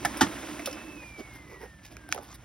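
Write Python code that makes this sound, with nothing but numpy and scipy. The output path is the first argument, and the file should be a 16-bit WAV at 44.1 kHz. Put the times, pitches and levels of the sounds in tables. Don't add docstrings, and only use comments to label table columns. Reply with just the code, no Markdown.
import sys
import numpy as np
from scipy import signal
from scipy.fft import rfft, irfft, next_fast_len
from scipy.io import wavfile
from scipy.ndimage import uniform_filter1d

SR = 44100
rng = np.random.default_rng(int(sys.argv[2]) if len(sys.argv) > 2 else 0)


def int16_out(signal):
    q = np.round(np.clip(np.atleast_2d(signal).T, -1, 1) * 32767)
    wavfile.write(sys.argv[1], SR, q.astype(np.int16))


N = 107912
POWER_OFF_S = 0.96


def undb(db):
    return 10 ** (np.asarray(db) / 20)


def unit(x):
    return x / np.sqrt(np.mean(x ** 2) + 1e-20)


def noise():
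    return rng.standard_normal(N)


def sine(phase):
    return np.sqrt(2) * np.sin(phase)


def colour(x, table):
    hz, db = np.array(table).T
    f = np.fft.rfftfreq(len(x), 1 / SR) + 1
    gain = undb(np.interp(np.log(f), np.log(hz), db, left=-90, right=-90))
    return irfft(rfft(x) * gain, len(x))


def ring(x, hz, width):
    return signal.lfilter(*signal.iirpeak(hz, hz / width, SR), x)


def double_ring(x, hz, width):
    return ring(ring(x, hz, width), hz, 2 * width)


def walk(rate):
    k = int(SR / rate)
    held = np.repeat(rng.standard_normal(N // k + 1), k)
    return 1.08 * uniform_filter1d(uniform_filter1d(held, k), k)[:N]


def band(x, low_hz, high_hz):
    return signal.sosfilt(signal.butter(2, (low_hz, high_hz), "band", fs=SR, output="sos"), x)


def voices(body, air, row, sharp):
    hz1, db1, hz2, db2, hz3, db3, crack_db, sizzle_db = row
    parts = [double_ring(body, hz, max(hz / sharp, 60)) for hz in (hz1, hz2, hz3)]
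    parts += [band(air, 2800, 7000), band(air, 7000, 13000)]
    levels_db = [db1, db2, db3, crack_db, sizzle_db]
    return sum(undb(db) * p / np.sqrt(np.sum(p ** 2) / (SR / 50)) for p, db in zip(parts, levels_db))


def drive(t):
    # start_s, rumble_db, rattle_db, hiss_db (rms before flicker)
    drive_levels = [(0, -39.5, -44.5, -47.5), (.19, -43.5, -40.5, -46.5), (.56, -42.5, -46, -48.5),
                    (.76, -46.5, -46, -53), (.96, -47.5, -54.5, -57), (1.1, -58, -54.5, -56),
                    (1.451, -57.5, -58, -64.5), (1.751, -67.5, -60, -65), (2.11, -55, -58, -65),
                    (2.44, -65, -62, -66.5)]
    # pitch_hz, width_hz, level_db (relative)
    case_modes = [(225.6, 52, -5), (300, 46, 2.5), (336.7, 54, -3), (610.2, 15, -11.5), (880, 30, -21)]
    # (relative, per Hz)
    rattle_curve = [(300, -26), (480, 2.5), (730, 0), (1230, 0.5), (2220, -1), (3000, -8), (4500, -10)]
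    # (relative, per Hz)
    hiss_curve = [(1650, -72.5), (2800, -12), (6100, -10.5), (8150, -15), (10900, -16.5), (16500, -26)]
    grain_db, flicker_db = 2.5, 0.8

    rumble = sum(undb(db) * unit(double_ring(noise(), hz, width)) for hz, width, db in case_modes)
    rattle = colour(noise() * undb(grain_db * walk(300)), rattle_curve)
    hiss = colour(noise(), hiss_curve)

    start_s, *levels_db = np.array(drive_levels).T
    shared = walk(15.74)
    out = np.zeros(N)
    for layer, db in zip((rumble, rattle, hiss), levels_db):
        flicker = flicker_db * (shared + walk(28.38))
        out += unit(layer) * undb(np.interp(t, start_s, db) + flicker)
    return out


def add(out, s, x):
    i = int(s * SR)
    out[i:i + len(x)] += x[:N - i]


def knocks(table, sharp, tail_db, crack, force):
    rise_s, tail_s = 0.00031, 0.02
    out, t = np.zeros(N), np.arange(SR // 5) / SR
    for s, *row, rattle_s in table:
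        decay = np.exp(-t / rattle_s) + undb(tail_db) * np.exp(-t / tail_s)
        env = (1 - np.exp(-t / rise_s)) * decay
        rattle = env * rng.standard_normal(len(t))
        blow = force * np.sqrt(np.sum(env ** 2)) * (t == 0)
        add(out, s, voices(rattle + blow, rattle + crack * blow, row, sharp))
    return out


def clacks():
    # crack_db, sizzle_db, rattle_s (decay)
    clack_rows = [(.049, 725, -30, 799, -30, 1760, -28, -34, -33.5, 0.0047),
                  (.052, 145, -41.5, 1317, -33, 2250, -36.5, -33, -60, 0.0038),
                  (.171, 900, -60, 1980, -67, 5230, -46.5, -51, -42.5, 0.0095),
                  (.209, 774, -25.5, 880, -21.5, 1436, -24, -24, -33.5, 0.013),
                  (.214, 299, -20.5, 1145, -29, 1787, -25.5, -25, -61, 0.016),
                  (.221, 87, -32.5, 199, -28, 1390, -32.5, -48, -52, 0.022),
                  (.594, 300, -47, 680, -45.5, 2080, -42.5, -50, -52, 0.004),
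                  (.658, 300, -53, 2790, -49, 5370, -51, -32, -35, 0.0072),
                  (.673, 549, -35, 1340, -41.5, 2110, -48, -45, -46, 0.00073),
                  (.711, 300, -53, 990, -60, 5500, -56, -49, -68, .003),
                  (.728, 300, -50, 3000, -50, 5100, -47.5, -46.5, -51, 0.0038)]
    return knocks(clack_rows, sharp=10, tail_db=-15.5, crack=0.15, force=0.73)


def snaps():
    # crack_db, sizzle_db, rattle_s (decay)
    snap_rows = [(1.968, 394, -59, 1468, -51.5, 2280, -50, -51, -59, 0.0011),
                 (2.09, 300, -65, 740, -52, 1570, -53.5, -55, -53, 0.00066),
                 (2.117, 900, -62, 1820, -60, 4600, -61, -50, -62, 0.0011),
                 (2.1248, 1530, -36, 1900, -33, 2170, -33, -28, -48.5, 0.001),
                 (2.147, 566, -48.5, 835, -46.5, 1980, -61, -48.5, -46, 0.00067),
                 (2.161, 520, -45, 750, -44, 1250, -69, -55, -58, 0.0017),
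                 (2.178, 485, -67, 740, -43.5, 1150, -45, -52.5, -59, 0.0039),
                 (2.186, 612, -44, 787, -49, 1270, -72, -55, -75, 0.0058),
                 (2.233, 910, -76, 1800, -67, 5000, -72, -77, -58.5, 0.00084)]
    return knocks(snap_rows, sharp=5, tail_db=-28, crack=0.58, force=2.1)


def motor(t):
    # time_s, pitch_hz, level_db (rms before waver)
    whine_track = [(.62, 2614, -55), (0.934, 2623, -53), (1.041, 2440, -48.5), (1.121, 2362, -54.5),
                   (1.18, 2292, -50.5), (1.409, 2073, -55), (1.456, 2040, -64), (1.52, 1988, -55.5),
                   (1.74, 1799, -60.5), (1.92, 1678, -64), (2.11, 1546, -58), (2.44, 1385, -71.5)]
    time_s, pitch_hz, level_db = np.array(whine_track).T
    phase = 2 * np.pi * np.cumsum(np.interp(t, time_s, pitch_hz)) / SR

    whine_db = np.interp(t, time_s, level_db, left=-63.5)
    whine = undb(whine_db + 2.5 * walk(34.96)) * sine(phase)

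    low_db = -59.5 - 60 * np.maximum(t - POWER_OFF_S, 0)
    low = undb(low_db + 4.3 * walk(10.2)) * sine(0.4 * phase)

    powered = (t > 0.27) * (t < POWER_OFF_S)
    high = undb(-66 + 3.4 * walk(6.2)) * sine(2 * np.pi * 12545 * t) * powered
    return whine + low + high


def brushes():
    # crack_db, sizzle_db
    brush_rows = [(1.031, 0.015, 534, -51.5, 890, -50, 1920, -50, -62, -69),
                  (1.197, 0.018, 334, -38, 540, -51.5, 1080, -52, -48, -55),
                  (1.358, 0.027, 342, -58, 990, -54.5, 1650, -51, -51.5, -53),
                  (1.527, 0.05, 392, -45, 1040, -49, 2100, -48, -50.5, -56),
                  (1.632, 0.027, 430, -41, 780, -45, 1660, -46.5, -50.5, -53),
                  (1.861, 0.023, 300, -64, 805, -61.5, 2620, -53, -47, -55),
                  (1.926, 0.015, 300, -51, 710, -56, 2800, -60, -53, -58),
                  (2.127, 0.02, 386.3, -74, 744, -48.5, 1530, -53, -44.5, -51),
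                  (2.185, 0.035, 396, -43, 750, -44.5, 1410, -82, -73, -78),
                  (2.244, 0.045, 300, -55.5, 880, -52, 1864, -56.5, -50.5, -54),
                  (2.316, 0.026, 300, -60, 1120, -50, 2100, -52.5, -48.5, -65),
                  (2.349, 0.011, 300, -64, 1110, -64, 2146, -57.5, -50.5, -50.5)]
    scrape_db, scrapes_per_s = 3.4, 500
    edge = 1.9
    out, grain = np.zeros(N), noise() * undb(scrape_db * walk(scrapes_per_s))
    for middle_s, half_s, *row in brush_rows:
        i = np.arange(int((middle_s - 3 * half_s) * SR), min(int((middle_s + 3 * half_s) * SR), N))
        swell = np.exp(-np.abs((i / SR - middle_s) / half_s) ** edge) * grain[i]
        out[i] += voices(swell, swell, row, sharp=2.98)
    return out


def room(t):
    # pitch_hz, level_db (rms before waver)
    hum_lines = [(59.2, -57.5), (118.4, -63.5)]
    # frequency_hz, level_db (relative)
    low_curve = [(25, -29), (49, -0.5), (124, -2.5), (220, -7.5), (290, -14.5), (480, -120)]
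    hum = sum(undb(db + 1.5 * walk(12)) * sine(2 * np.pi * hz * t) for hz, db in hum_lines)
    low_db = -55 + 8.5 * np.exp(-t / 0.34)
    return hum + undb(low_db) * unit(colour(noise(), low_curve))


def ports(x):
    # frequency_hz, phase_rad (left leads)
    port_phase = [(0, 0), (780, .65), (1460, .4), (5170, .7), (6900, 2.9), (8000, 3.5), (9730, 6.2),
                  (13100, 9.2), (15200, 11.5), (16500, 13.2)]
    # frequency_hz, balance_db (left minus right)
    port_balance = [(60, -1.5), (200, -4), (380, -5), (700, -9), (1290, 0.5), (2380, -4), (4400, -1.5),
                    (8120, 3.5), (15000, -3)]
    size = next_fast_len(N + 4096)
    f = np.fft.rfftfreq(size, 1 / SR)
    lead = np.interp(f, *np.array(port_phase).T)
    balance_db = np.interp(f, *np.array(port_balance).T)
    half = undb(balance_db / 2) * np.exp(0.5j * lead)

    count = SR // 10
    echo = rng.standard_normal(count) * np.exp(-np.arange(count) / (0.019 * SR))
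    echo /= np.sqrt(np.sum(echo ** 2))
    blur = rfft(echo, size) * undb(-15) * np.minimum(f / 1500, 1)

    spectrum = rfft(x, size)
    return np.array([irfft(spectrum * h, size)[:N] for h in (half + blur, 1 / half - blur)])


def scene():
    t = np.arange(N) / SR
    return ports(drive(t) + clacks() + snaps() + motor(t) + brushes() + room(t))


def record(dry):
    dip_hz, dip_width_hz, dip_share = 4255, 1140, 0.51
    wet = dry - dip_share * ring(dry, dip_hz, dip_width_hz)
    return signal.sosfilt(signal.ellip(8, 0.2, 70, 15900, fs=SR, output="sos"), wet)


dry = scene()
out = record(dry)
int16_out(out)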